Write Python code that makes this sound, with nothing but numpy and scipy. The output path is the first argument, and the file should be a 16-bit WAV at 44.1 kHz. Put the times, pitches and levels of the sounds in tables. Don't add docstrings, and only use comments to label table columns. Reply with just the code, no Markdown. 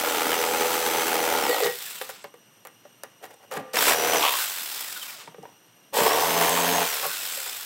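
import sys
import numpy as np
from scipy import signal
from scipy.fft import rfft, irfft, next_fast_len
from scipy.io import wavfile

SR = 44100
rng = np.random.default_rng(int(sys.argv[2]) if len(sys.argv) > 2 else 0)


def generate_wav(sig):
    pcm = np.round(np.clip(np.atleast_2d(sig).T, -1, 1) * 32767).astype(np.int16)
    wavfile.write(sys.argv[1], SR, pcm)


def amplitude_ratio(level_db):
    exponent = np.asarray(level_db, float) / 20
    return 10 ** exponent


N = 337364

TEETH_PER_STROKE = 74
FULL_SPEED_HZ = 6000
START_S, CLEAR_S = 0.01, 0.08
SNAG_RISE_DB_PER_S, SNAG_FALL_DB_PER_S = 900, 700

# trigger pulled, let go, blade clear [s], hiss, rasp [dB].
SPELLS = [
    (-.3, 1.39, 1.68, -33, -25),
    (3.728, 4.18, 4.42, -32, -23.5),
    (5.926, 6.82, 7.0, -30, -25.5),
]
# time [s], gear mesh rate [Hz].
SPEED = [
    [(0, 5950), (.12, 6050), (.38, 6090), (.9, 6115), (1.08, 6100), (1.22, 6035), (1.39, 6060), (1.5, 4700),
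     (1.6, 3550), (1.75, 2380), (1.87, 1753), (2.06, 893), (2.28, 40)],
    [(3.72, 40), (3.77, 3600), (3.874, 5500), (3.92, 5760), (4.17, 6080), (4.22, 5550), (4.4, 4250),
     (4.63, 2900), (4.8, 2220), (4.97, 1460), (5.31, 40)],
    [(5.92, 40), (5.97, 4000), (6.05, 5050), (6.146, 5730), (6.22, 6080), (6.36, 6270), (6.55, 6390),
     (6.81, 6470), (6.86, 6160), (6.93, 5550), (6.99, 5050), (7.06, 4330), (7.32, 3030), (7.53, 2000),
     (7.65, 1620)],
]
# time [s], level, throb a stroke [dB].
WHINE = [
    [(0, -44, 4), (.3, -43, 3), (.33, -52, 3), (.38, -40, 1.5), (.54, -47, 1.5), (.59, -38, 1),
     (1.08, -39, 1), (1.15, -48, 2), (1.23, -42, 2), (1.39, -43, 2), (1.43, -37, 5), (1.55, -39, 5),
     (1.62, -54, 4)],
    [(3.8, -50, 7), (3.88, -35, 7), (4.18, -34, 7), (4.23, -37, 7), (4.28, -60, 7)],
    [(5.95, -50, 4), (6.04, -43, 6), (6.08, -36, 7), (6.14, -36, 7), (6.17, -45, 6), (6.23, -39, 6),
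     (6.3, -42, 3), (6.36, -37, 2), (6.8, -39, 2), (6.87, -43, 4), (6.94, -39, 5), (7.0, -60, 2)],
]
# frequency [Hz], density [dB per Hz].
DRUMMING = [(15, -54), (25, -29), (129, -24), (162, -21.5), (252, -9.5), (357, -11.5), (486, 1), (636, -4),
            (918, -5), (1270, -16.5), (2500, -21.5), (3250, -18), (5500, -120)]
# frequency [Hz], density [dB per Hz].
RASP = [(700, -10), (1300, 2), (2000, -2.5), (3200, -7), (4500, -9), (8000, -11), (16000, -11)]
# frequency [Hz], level [dB], t60 [s].
KNOCK_MODES = [(438, -8.5, 0.24), (522, -2.5, 0.16), (783, -6, 0.22), (1190, -12, 0.28), (1170, -30, 0.3),
               (1340, -51, 0.54), (1900, -22, 0.39)]


def rms_one(x):
    return x / np.sqrt(np.mean(x ** 2) + 1e-20)


def filtered(x, order, hz, kind):
    return signal.sosfilt(signal.butter(order, hz, kind, fs=SR, output="sos"), x)


def in_time(rows, outside=None):
    s, *columns = np.transpose(rows)
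    t = np.arange(N) / SR
    return [np.interp(t, s, column, outside, outside) for column in columns]


def bends(times, values):
    return np.interp(np.arange(N) / SR, times, values)


def gate(start_s, full_s, end_s, gone_s):
    return bends([start_s, full_s, end_s, gone_s], [0, 1, 1, 0])


def bursts(rows, index, rise_db, fall_db):
    t = np.arange(N) / SR
    out = 0
    for row in rows:
        start_s, held_s = row[:2]
        early_s = np.maximum(start_s - t, 0)
        late_s = np.maximum(t - start_s - held_s, 0)
        out = out + amplitude_ratio(row[index] - rise_db * early_s - fall_db * late_s)
    return out


def coloured(x, points):
    size = next_fast_len(N)
    hz, db = np.transpose(points)
    bins_hz = np.arange(size // 2 + 1) * SR / size
    shape_db = np.interp(np.log(bins_hz + 1), np.log(hz), db)
    return rms_one(irfft(rfft(x, size) * amplitude_ratio(shape_db), size)[:N])


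def drift(rate):
    r = np.exp(-80 * np.pi * rate / SR)
    slow = signal.lfilter([1], [1, -2 * r, r * r], rng.standard_normal(N // 40 + 2002))[2000:]
    return np.interp(np.arange(N) / 40, np.arange(len(slow)), rms_one(slow))


def resonances(x, peaks):
    out = 0
    for k, (hz, width_hz, db) in enumerate(peaks):
        r = np.exp(-np.pi * width_hz / SR)
        zeros = np.array([1, 0, -1]) * (1 - r * r) / 2
        poles = [1, -2 * r * np.cos(2 * np.pi * hz / SR), r * r]
        out = out + (-1) ** k * amplitude_ratio(db) * signal.lfilter(zeros, poles, x)
    return out


def grains(spread_db):
    size = np.minimum(rng.exponential(1, N), 5)
    return rms_one(rng.standard_normal(N) * amplitude_ratio(spread_db * size))


def stroke_gain(turn, depth_db, twice_db):
    return amplitude_ratio(depth_db * np.cos(turn) + twice_db * np.cos(2 * turn + 1))


def room_tone():
    # frequency [Hz], density [dB per Hz].
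    room = [(41, -43), (70, -58), (103, 1), (227, 1.5), (613, -3), (701, -3), (1550, -6), (2490, -9),
            (2850, -4), (4580, -17), (5740, -10), (6570, -16), (8420, -20), (10300, -22), (15500, -21)]
    # frequency, width [Hz], level [dB].
    buzz_bands = [(2720, 40, -5), (2860, 35, 2), (4210, 40, -9), (5810, 90, 0), (8500, 90, -4),
                  (9000, 80, -6), (11550, 110, -6), (13200, 180, -11), (14100, 110, -7)]
    room_db, buzz_db = -56.5, -62.5
    hum = amplitude_ratio(room_db - 2.5 + 0.38 * drift(3.4)) * coloured(rng.standard_normal(N), room)
    buzz = rms_one(resonances(rng.standard_normal(N), buzz_bands))
    return hum + amplitude_ratio(buzz_db + 0.74 * drift(30)) * buzz


def shop(x):
    t60_s, echo_db, gap_s = 0.21, -15, 0.006
    t = np.arange(SR // 2) / SR
    tail = signal.lfilter([1], [1, -0.6], rng.standard_normal(len(t)))
    tail = tail * amplitude_ratio(-60 * t / t60_s) * (t > gap_s)
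    return amplitude_ratio(echo_db) * signal.fftconvolve(x, tail / np.sqrt(np.sum(tail ** 2)))[:N]


def ticks():
    # time [s], peak [dB], centre, width [Hz].
    tick_rows = [(1.4648, -23, 2000, 3000), (1.4937, -20, 13500, 3000), (1.611, -22, 3000, 2000),
                 (1.6347, -16, 3000, 4000), (1.644, -16.5, 3800, 1500), (1.669, -18, 1760, 1200),
                 (2.0141, -20, 1680, 1800), (2.0205, -24, 11000, 9000), (2.1, -27, 10800, 9000),
                 (2.242, -28.5, 1440, 1440), (2.341, -47, 8000, 9000), (3.0344, -24, 4930, 8950),
                 (3.2255, -44, 10000, 6000), (3.262, -42, 9000, 6000), (3.3412, -43, 8000, 6000),
                 (3.5208, -29, 5000, 8000), (3.5385, -24, 6300, 6000), (3.576, -28, 7860, 6000),
                 (3.734, -25, 3000, 4920), (3.757, -11, 2720, 2940), (4.228, -10, 2960, 1800),
                 (4.242, -15, 3000, 1800), (4.258, -18, 3000, 1500), (4.269, -21, 3100, 1500),
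                 (4.284, -12, 2800, 2000), (4.338, -18, 3000, 2000), (5.2752, -38, 1300, 1500),
                 (5.4285, -43, 6000, 5000), (6.494, -11, 9000, 8000), (1.69, -28, 1900, 300),
                 (7.065, -16, 13900, 3000), (7.065, -21.5, 11100, 1200)]
    t60_s = 0.015
    out, t = np.zeros(N + SR), np.arange(SR // 20) / SR
    noises = rng.standard_normal((len(tick_rows), len(t)))
    for (s, peak_db, hz, width_hz), noise in zip(tick_rows, noises):
        spit = resonances(noise * amplitude_ratio(-60 * t / t60_s), [(hz, width_hz, 0)])
        spit = resonances(spit, [(hz, 2 * width_hz, 0)])
        first = round(s * SR)
        out[first:first + len(t)] += amplitude_ratio(peak_db) * spit / np.abs(spit).max()
    return out[:N]


def scrapes():
    # start, held [s], body, grit [dB].
    drags = [(3.23, 0.014, -44, -53), (3.305, 0.025, -52, -59), (3.41, 0.03, -54, -66),
             (3.515, 0.053, -43, -46), (3.575, 0.026, -35, -54), (3.635, 0.043, -57, -75),
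             (5.44, 0.0067, -48, -71), (5.48, 0.073, -66, -72), (5.3, .025, -63, -68)]
    rise_db_per_s, grit_rise_db_per_s, fall_db_per_s = 700, 2500, 502
    rub = grains(spread_db=-5.0) * amplitude_ratio(3.9 * drift(48))
    modes = [(hz, 110, db) for hz, db, _ in KNOCK_MODES]
    body = rms_one(resonances(rub, modes) + 0.027 * coloured(rub, DRUMMING))
    grit = amplitude_ratio(4.5) * coloured(rub, RASP)
    body_gain = bursts(drags, 2, rise_db_per_s, fall_db_per_s)
    return body_gain * body + bursts(drags, -1, grit_rise_db_per_s, fall_db_per_s) * grit


def knocks():
    # time [s], peak [dB], main ring [Hz], click under the peak [dB], ring t60 [s].
    taps = [(1.629, -3, 485, -23, 0.15), (2.092, -18, 522, -8, 0.12), (2.242, -13.5, 563, -19, 0.065),
            (2.651, -24.5, 522, -5.5, 0.12), (2.671, -31, 500, 2, .08), (2.852, -19.5, 583, -42, 0.052),
            (3.035, -22, 523, -3.5, 0.1), (3.513, -18.5, 516, -11.5, 0.91), (3.784, -5, 896, -19, 0.12),
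            (4.339, -12, 1090, -15, 0.09), (4.759, -25, 1360, 3, 0.055), (7.03, -10.5, 1103, -22, 0.21),
            (7.056, -16, 1090, -25, 0.073), (7.373, -19, 543, -39, 0.15)]
    thuds = [(1.659, -6, 394, -9, 0.18), (2.013, -13, 522, -14, 0.12), (2.34, -20.5, 484, -36, 0.06),
             (3.539, -15, 800, -26, 0.31), (3.755, -32, 1460, -13, .09), (5.275, -12, 930, -39, 0.043),
             (5.344, -22, 494, -30, 0.074), (5.432, -22.5, 780, -43, 0.053),
             (5.453, -15.5, 940, -34, 0.042), (7.052, -10.5, 571, -13, 0.091), (7.463, -23, 1435, -5, 0.18)]
    bumps = [(3.254, -33, 506, 2, 0.19), (3.57, -3.5, 807, -26, 0.05), (3.74, -20.5, 235, -50, 0.19),
             (3.8, -27, 198, -50, 0.15), (3.92, -22, 215, -50, 0.056), (4.612, -34, 231, -50, .08),
             (5.382, -15, 452, -61, 0.046), (5.95, -19, 222, -50, 0.074), (6.01, -9, 232, -50, 0.1)]
    hits = []
    for rows, thump_db in [(taps, -28.5), (thuds, -24.5), (bumps, -16.5)]:
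        hits += [(*row, thump_db) for row in rows]
    hits.sort()
    out, t = np.zeros(N + SR), np.arange(SR // 2) / SR
    chance_db = rng.normal(0, 3, (len(hits), len(KNOCK_MODES)))
    noise = rng.standard_normal((len(hits), len(t)))
    dull = rms_one(filtered(noise, 2, [400, 2000], "band"))
    low = rms_one(filtered(noise, 2, [120, 320], "band"))
    bright = rms_one(filtered(noise, 2, 3200, "high"))
    for k, (s, peak_db, hz, click_db, t60_s, thump_db) in enumerate(hits):
        ring = np.sin(2 * np.pi * hz * t) * amplitude_ratio(-60 * t / t60_s)
        for (mode_hz, db, mode_t60_s), luck_db in zip(KNOCK_MODES, chance_db[k]):
            decay_db = 60 * t / mode_t60_s * 0.19 / t60_s
            ring += amplitude_ratio(db + luck_db + 0.086 * click_db - decay_db) * np.sin(2 * np.pi * mode_hz * t)
        slap_decay = 0.49 * amplitude_ratio(-60 * t / 0.045) + 0.46 * amplitude_ratio(-60 * t / (0.86 * t60_s))
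        slap = amplitude_ratio(0.44 * click_db + 6.5) * dull[k] * slap_decay
        thump = amplitude_ratio(thump_db + 5.0 - 60 * t / 0.21) * low[k] * np.minimum(t / 0.0012, 1)
        click_decay = amplitude_ratio(-60 * t / 0.013) + 0.06 * amplitude_ratio(-60 * t / 0.12)
        click = amplitude_ratio(click_db + 12) * bright[k] * click_decay
        knock = ring * np.minimum(t / 0.0032, 1) + slap + thump + click
        first = round(s * SR)
        out[first:first + len(t)] += amplitude_ratio(peak_db - 17.5) * knock
    return out[:N]


def snags(index):
    # start, held [s], board, rasp, hiss [dB].
    snag_rows = [(1.5, 0.15, -63, -58, -44), (1.645, 0.021, -55, -45, -46), (3.742, 0.023, -25.5, -35, -53),
                 (3.765, 0.055, -32, -24.5, -34), (3.825, 0.065, -30, -29, -29),
                 (3.875, 0.052, -23, -22.5, -36), (4.15, 0.004, -16.5, -35, -55),
                 (4.225, 0.074, -39, -29, -53), (4.37, .2, -73, -43, -42.5), (5.96, 0.12, -54, -60, -32),
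                 (6.41, .04, -33, -29, -39)]
    running = sum(gate(on, on + START_S, clear, clear + CLEAR_S) for on, _, clear, _, _ in SPELLS)
    return running * bursts(snag_rows, index, SNAG_RISE_DB_PER_S, SNAG_FALL_DB_PER_S)


def motor_levels(mesh_hz):
    lifted = [2, 3, 1]
    hiss_db_per_decade, whine_db_per_decade = 16, 27
    coast_whine_db, slow_hz = -52, 1700
    groan_db, groan_slow_db, groan_crawl_db = -22, -8, -16
    decades = np.log10(mesh_hz / FULL_SPEED_HZ)
    hiss = snags(index=4)
    for (on, off, clear, hiss_db, _), speed, lifted_db in zip(SPELLS, SPEED, lifted):
        stop = speed[-1][0]
        turning = gate(on, on + START_S, stop, stop + START_S)
        lift_db = bends([off, clear], [0, lifted_db])
        hiss += turning * amplitude_ratio(hiss_db + hiss_db_per_decade * decades + lift_db)
    loaded_whine = amplitude_ratio(in_time(np.concatenate(WHINE))[0] + 3.5) * (mesh_hz > slow_hz)
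    whine = np.maximum(loaded_whine, amplitude_ratio(coast_whine_db + whine_db_per_decade * decades))
    groan = np.interp(mesh_hz, [0, slow_hz / 2, slow_hz, FULL_SPEED_HZ],
                      [groan_crawl_db, groan_slow_db, groan_slow_db, groan_db])
    treble = 0.38 + 0.14 * (1 - mesh_hz / FULL_SPEED_HZ)
    return hiss, treble, whine, groan


def motor(mesh_hz, turn):
    # frequency [Hz], density [dB per Hz].
    air_points = [(71, -52), (120, -34), (370, -12), (500, -8), (920, -3.5), (1400, -3), (3500, -1),
                  (6500, -6), (7800, -4.5), (10800, -7.5), (13500, -4.5), (17000, -5)]
    # frequency, width [Hz], level [dB].
    housing = [(1480, 220, -3), (2680, 200, -6), (3550, 300, -5), (4100, 90, -6), (5150, 280, -2.5),
               (7700, 600, -3), (13600, 800, -4)]
    # from, to [s], multiple of mesh rate, level [dB].
    overtones = [(0, 1.5, 2.0, -45), (1.865, 1.98, 9.0, -46), (1.98, 2.07, 9.0, -53),
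                 (1.85, 1.96, 5.8, -52), (1.8, 1.87, 7.0, -50), (1.815, 1.88, 7.8, -50),
                 (1.96, 2.02, 11.5, -53), (4.55, 4.75, 4.0, -49), (4.75, 4.95, 6.0, -51),
                 (7.08, 7.2, .38, -42), (4.39, 4.45, .37, -38), (1.715, 1.775, 6.0, -45),
                 (4.95, 5.15, 9.0, -53), (3.772, 3.796, 1.4, -25), (3.778, 3.792, .94, -28),
                 (6.18, 6.32, 2.0, -43), (6.3, 6.85, .5, -44), (6.98, 7.07, 2.5, -43),
                 (6.99, 7.04, 3.0, -42), (7.53, 7.6, 6.0, -52), (1.866, 1.886, 1.0, -43),
                 (1.868, 1.884, 2.0, -42), (1.966, 1.986, 1.0, -47), (1.968, 1.984, 2.5, -45),
                 (1.966, 1.98, 3.5, -47), (4.958, 4.98, 1.0, -43), (4.958, 4.974, 2.0, -45),
                 (4.956, 4.974, 2.5, -43), (4.98, 5.0, 1.5, -44), (5.014, 5.036, 2.5, -43),
                 (5.044, 5.072, 2.0, -44), (5.08, 5.11, 1.5, -47), (5.08, 5.105, 2.5, -47),
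                 (7.17, 7.23, .72, -42), (7.11, 7.15, 1.0, -42)]
    # mesh [Hz], twice a stroke, once a stroke [dB].
    crank_throb = [(0, 1.5, 2), (2000, 2.2, 1.3), (4200, 1.8, .5), (5600, .7, .5)]
    groan_top_hz, dull_below_hz, dull_cut_hz = 4500, 950, 10000
    t = np.arange(N) / SR
    level, tilt, whine_gain, groan_db = motor_levels(mesh_hz)

    air = coloured(grains(spread_db=3.5), air_points)
    shell = sum(amplitude_ratio(2.2 * drift(3) + 2.5 * drift(14)) * resonances(air[::-1], [mode]) for mode in housing)
    air = rms_one(air + 1.3 * shell)
    top = filtered(air, 1, 5000, "high")
    dull = filtered(air, 2, dull_cut_hz, "low")

    mesh = TEETH_PER_STROKE * turn
    rough = 0.9 * drift(90)
    groan = 0
    for k in range(2, 19):
        tone = np.sin(k * mesh / 2 + k * k + 0.6 * rough) * (k * mesh_hz < 0.7 * SR)
        groan = groan + amplitude_ratio(5.5 * drift(30)) * tone / (1 + (k * mesh_hz / 2 / groan_top_hz) ** 2)

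    crawl = np.clip(1 - mesh_hz / dull_below_hz, 0, 0.8)
    flutter = amplitude_ratio(0.7 * drift(1) + 0.8 * drift(66))
    hiss = ((1 - crawl) * (air + tilt * top) + 1.4 * crawl * dull) * flutter
    hiss += amplitude_ratio(groan_db - 9) * groan

    throb_db = in_time(np.concatenate(WHINE))[1]
    jitter = np.minimum(0.35 + 0.09 * throb_db, 0.85) * rough
    whine = whine_gain * amplitude_ratio(3 * drift(30) + 0.8 * drift(6) - 1) * np.sin(mesh + jitter)
    for start, end, multiple, db in overtones:
        swell = np.clip(np.minimum(t - start, end - t) / (0.055 * (end - start)), 0, 1)
        swell = swell * (multiple * mesh_hz < 0.36 * SR)
        whine += swell * amplitude_ratio(db - 1 + 3 * drift(30)) * np.sin(multiple * mesh + 0.55 * rough)

    at_hz, twice_db, once_db = np.transpose(crank_throb)
    crank = stroke_gain(turn + 0.3 * np.sin(2 * turn), np.interp(mesh_hz, at_hz, once_db),
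                        np.interp(mesh_hz, at_hz, twice_db))
    throb = amplitude_ratio(-0.4 * throb_db) * stroke_gain(turn + 0.71, throb_db, throb_db / 2)
    return level * hiss * crank + whine * throb


def rasp_level(mesh_hz):
    rasp_db_per_decade = 45
    inside = 0
    for on, _, clear, _, db in SPELLS:
        inside = inside + amplitude_ratio(db) * gate(on, on + START_S, clear, clear + CLEAR_S)
    return inside * amplitude_ratio(rasp_db_per_decade * np.log10(mesh_hz / FULL_SPEED_HZ)) + snags(index=3)


def load_levels(spell, load):
    tone_in_db, tone_out_db, base_shake_db = -21, -33, -5.5
    fade_s, ends_early_s = 0.063, 0.024
    start, full, free, db, shake_db = load
    shake_end = free - ends_early_s
    shake = amplitude_ratio(base_shake_db + shake_db) * gate(start - fade_s / 2, start, shake_end - fade_s, shake_end)
    loaded = gate(start - fade_s / 2, start, free, free + fade_s / 2)
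    build_db = bends([start, full, spell[1], free], [tone_in_db, 0, 0, tone_out_db])
    return loaded * amplitude_ratio(db + build_db), shake


def cutting(mesh_hz, turn):
    # time [s], level [dB].
    pushes = [
        [(0, -22.5), (.25, -23), (.6, -25), (1.0, -25.5), (1.4, -22.5), (1.61, -23), (1.66, -61), (1.71, -58),
         (1.82, -71)],
        [(3.728, -53), (3.76, -35), (3.94, -26), (4.06, -21.5), (4.12, -25.5), (4.19, -20.5), (4.29, -32.5),
         (4.38, -59), (4.46, -60)],
        [(5.926, -32), (5.945, -21), (6.0, -14.5), (6.3, -21), (6.75, -21.5), (6.82, -23.5), (6.89, -35.5),
         (7.06, -32), (7.11, -68)],
    ]
    # frequency, width [Hz], level [dB].
    boards = [
        [(300, 20, -6), (410, 40, -5), (495, 30, -3), (785, 80, 2), (930, 60, -6), (1170, 50, -6),
         (1440, 120, -5), (1895, 45, -5), (2280, 40, -10)],
        [(474, 45, -4), (620, 70, -2), (740, 80, -1), (930, 120, -3), (1180, 60, -4), (1448, 60, -3)],
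        [(452, 34, 3), (689, 38, -2), (930, 50, 2), (1015, 50, 1), (1150, 70, -3), (1460, 42, -9),
         (1890, 34, -7)],
    ]
    # multiple of stroke rate, level [dB].
    stroke_tones = [
        [(1, -32), (2, -24), (3, -13), (4, -15), (5, -4), (6, 2), (7, -7), (8, -16), (9, -4), (10, -3),
         (11, -8), (12, -16)],
        [(1, -28), (2, -20), (3, -15), (4, -15), (5, -5), (6, 0), (7, -12), (8, -7), (9, 0), (10, -5), (11, -5),
         (12, -10)],
        [(1, -23), (2, -8), (3, -7), (4, -15), (5, -5), (6, -7), (7, -8), (8, 2), (9, -10), (10, -8), (11, -2),
         (12, -5)],
    ]
    # from, fully, free [s], stroke tone, shake [dB].
    loads = [
        (-.25, .5, 1.58, -34, 0),
        (3.85, 3.9, 4.34, -34, 0),
        (5.99, 6.38, 6.9, -32, 3),
    ]
    bounces = [2.5, 2.0, 2.0]
    ring_shares = [1.9, 1.3, 2.4]
    # start, held [s], level [dB].
    singing = [
        [(1.49, 0.06, -27.5), (1.615, 0.04, -25)],
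        [(4.225, 0.052, -20.5), (4.335, 0.0072, -36)],
    ]
    # frequency, width [Hz], level [dB].
    singing_modes = [
        [(420, 25, -6), (490, 20, 0), (800, 30, -10), (1900, 40, -9)],
        [(950, 120, 0), (1150, 100, -3), (2700, 250, -8), (3200, 400, -7)],
    ]
    rasp_cut_hz, strokes_per_bounce = 1300, 3
    clack_share, clack_spread_db = 0.4, 2.5

    bite = amplitude_ratio(0.4 * drift(12) + 1.5 * drift(50))
    tearing = grains(spread_db=2.42) * bite * stroke_gain(turn, depth_db=5.2, twice_db=1.2)
    rasp = filtered(coloured(tearing, RASP), 2, rasp_cut_hz, "high")
    out = rasp_level(mesh_hz) * amplitude_ratio(-4.5) * rasp
    for rows, modes in zip(singing, singing_modes):
        song = rms_one(resonances(tearing, modes))
        out += bursts(rows, -1, SNAG_RISE_DB_PER_S, fall_db=278) * song

    broad = coloured(tearing, DRUMMING)
    upper = filtered(broad, 4, 330, "high")
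    shake = filtered(broad, 2, 300, "low")
    bounce = np.cos(turn / strokes_per_bounce + 0.8 * drift(4))
    harmonics = [amplitude_ratio(1.8 * drift(5)) * np.sin(k * turn + 0.22 * drift(9) + k * k)
                 for k, _ in stroke_tones[0]]
    reversals = np.diff(np.floor(turn / (2 * np.pi)), prepend=0)
    reversals = reversals * amplitude_ratio(clack_spread_db * rng.standard_normal(N)) * rng.choice([-1, 1], N)
    struck = tearing + clack_share * rms_one(signal.lfilter([1], [1, -0.8], reversals))
    snag_gain = snags(index=2)
    cuts = zip(pushes, boards, stroke_tones, SPELLS, loads, bounces, ring_shares)
    for push, modes, tones, spell, load, bounce_db, ring_share in cuts:
        push_gain = amplitude_ratio(in_time(push, -200)[0])
        push_gain += (push_gain > 1e-9) * snag_gain
        tone_gain, shake_gain = load_levels(spell, load)
        drum = rms_one(3.65 * upper + ring_share * rms_one(resonances(struck, modes)))
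        out += amplitude_ratio(-24.5) * shake_gain * shake
        out += amplitude_ratio(-6.5 + bounce_db * bounce) * push_gain * drum
        out += tone_gain * amplitude_ratio(1) * sum(amplitude_ratio(db) * tone for (_, db), tone in zip(tones, harmonics))
    return out


def scene():
    bass_cut_hz = 110
    mesh_hz, = in_time(np.concatenate(SPEED))
    turn = 2 * np.pi * np.cumsum(mesh_hz / TEETH_PER_STROKE) / SR
    light = ticks() + scrapes() + knocks() + motor(mesh_hz, turn)
    near = cutting(mesh_hz, turn) + filtered(light, 4, bass_cut_hz, "high")
    return (near + shop(near) + room_tone())[None]


def roll_off(x):
    return signal.sosfilt(signal.butter(12, 17080, fs=SR, output="sos"), x)


def record(dry):
    ceiling, cutoff_hz = 0.55, 16100
    rounded = ceiling * np.tanh(dry / ceiling)
    steep = signal.cheby2(22, 60, cutoff_hz, fs=SR, output="sos")
    return roll_off(signal.sosfilt(steep, rounded))


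dry = scene()
out = record(dry)
generate_wav(out)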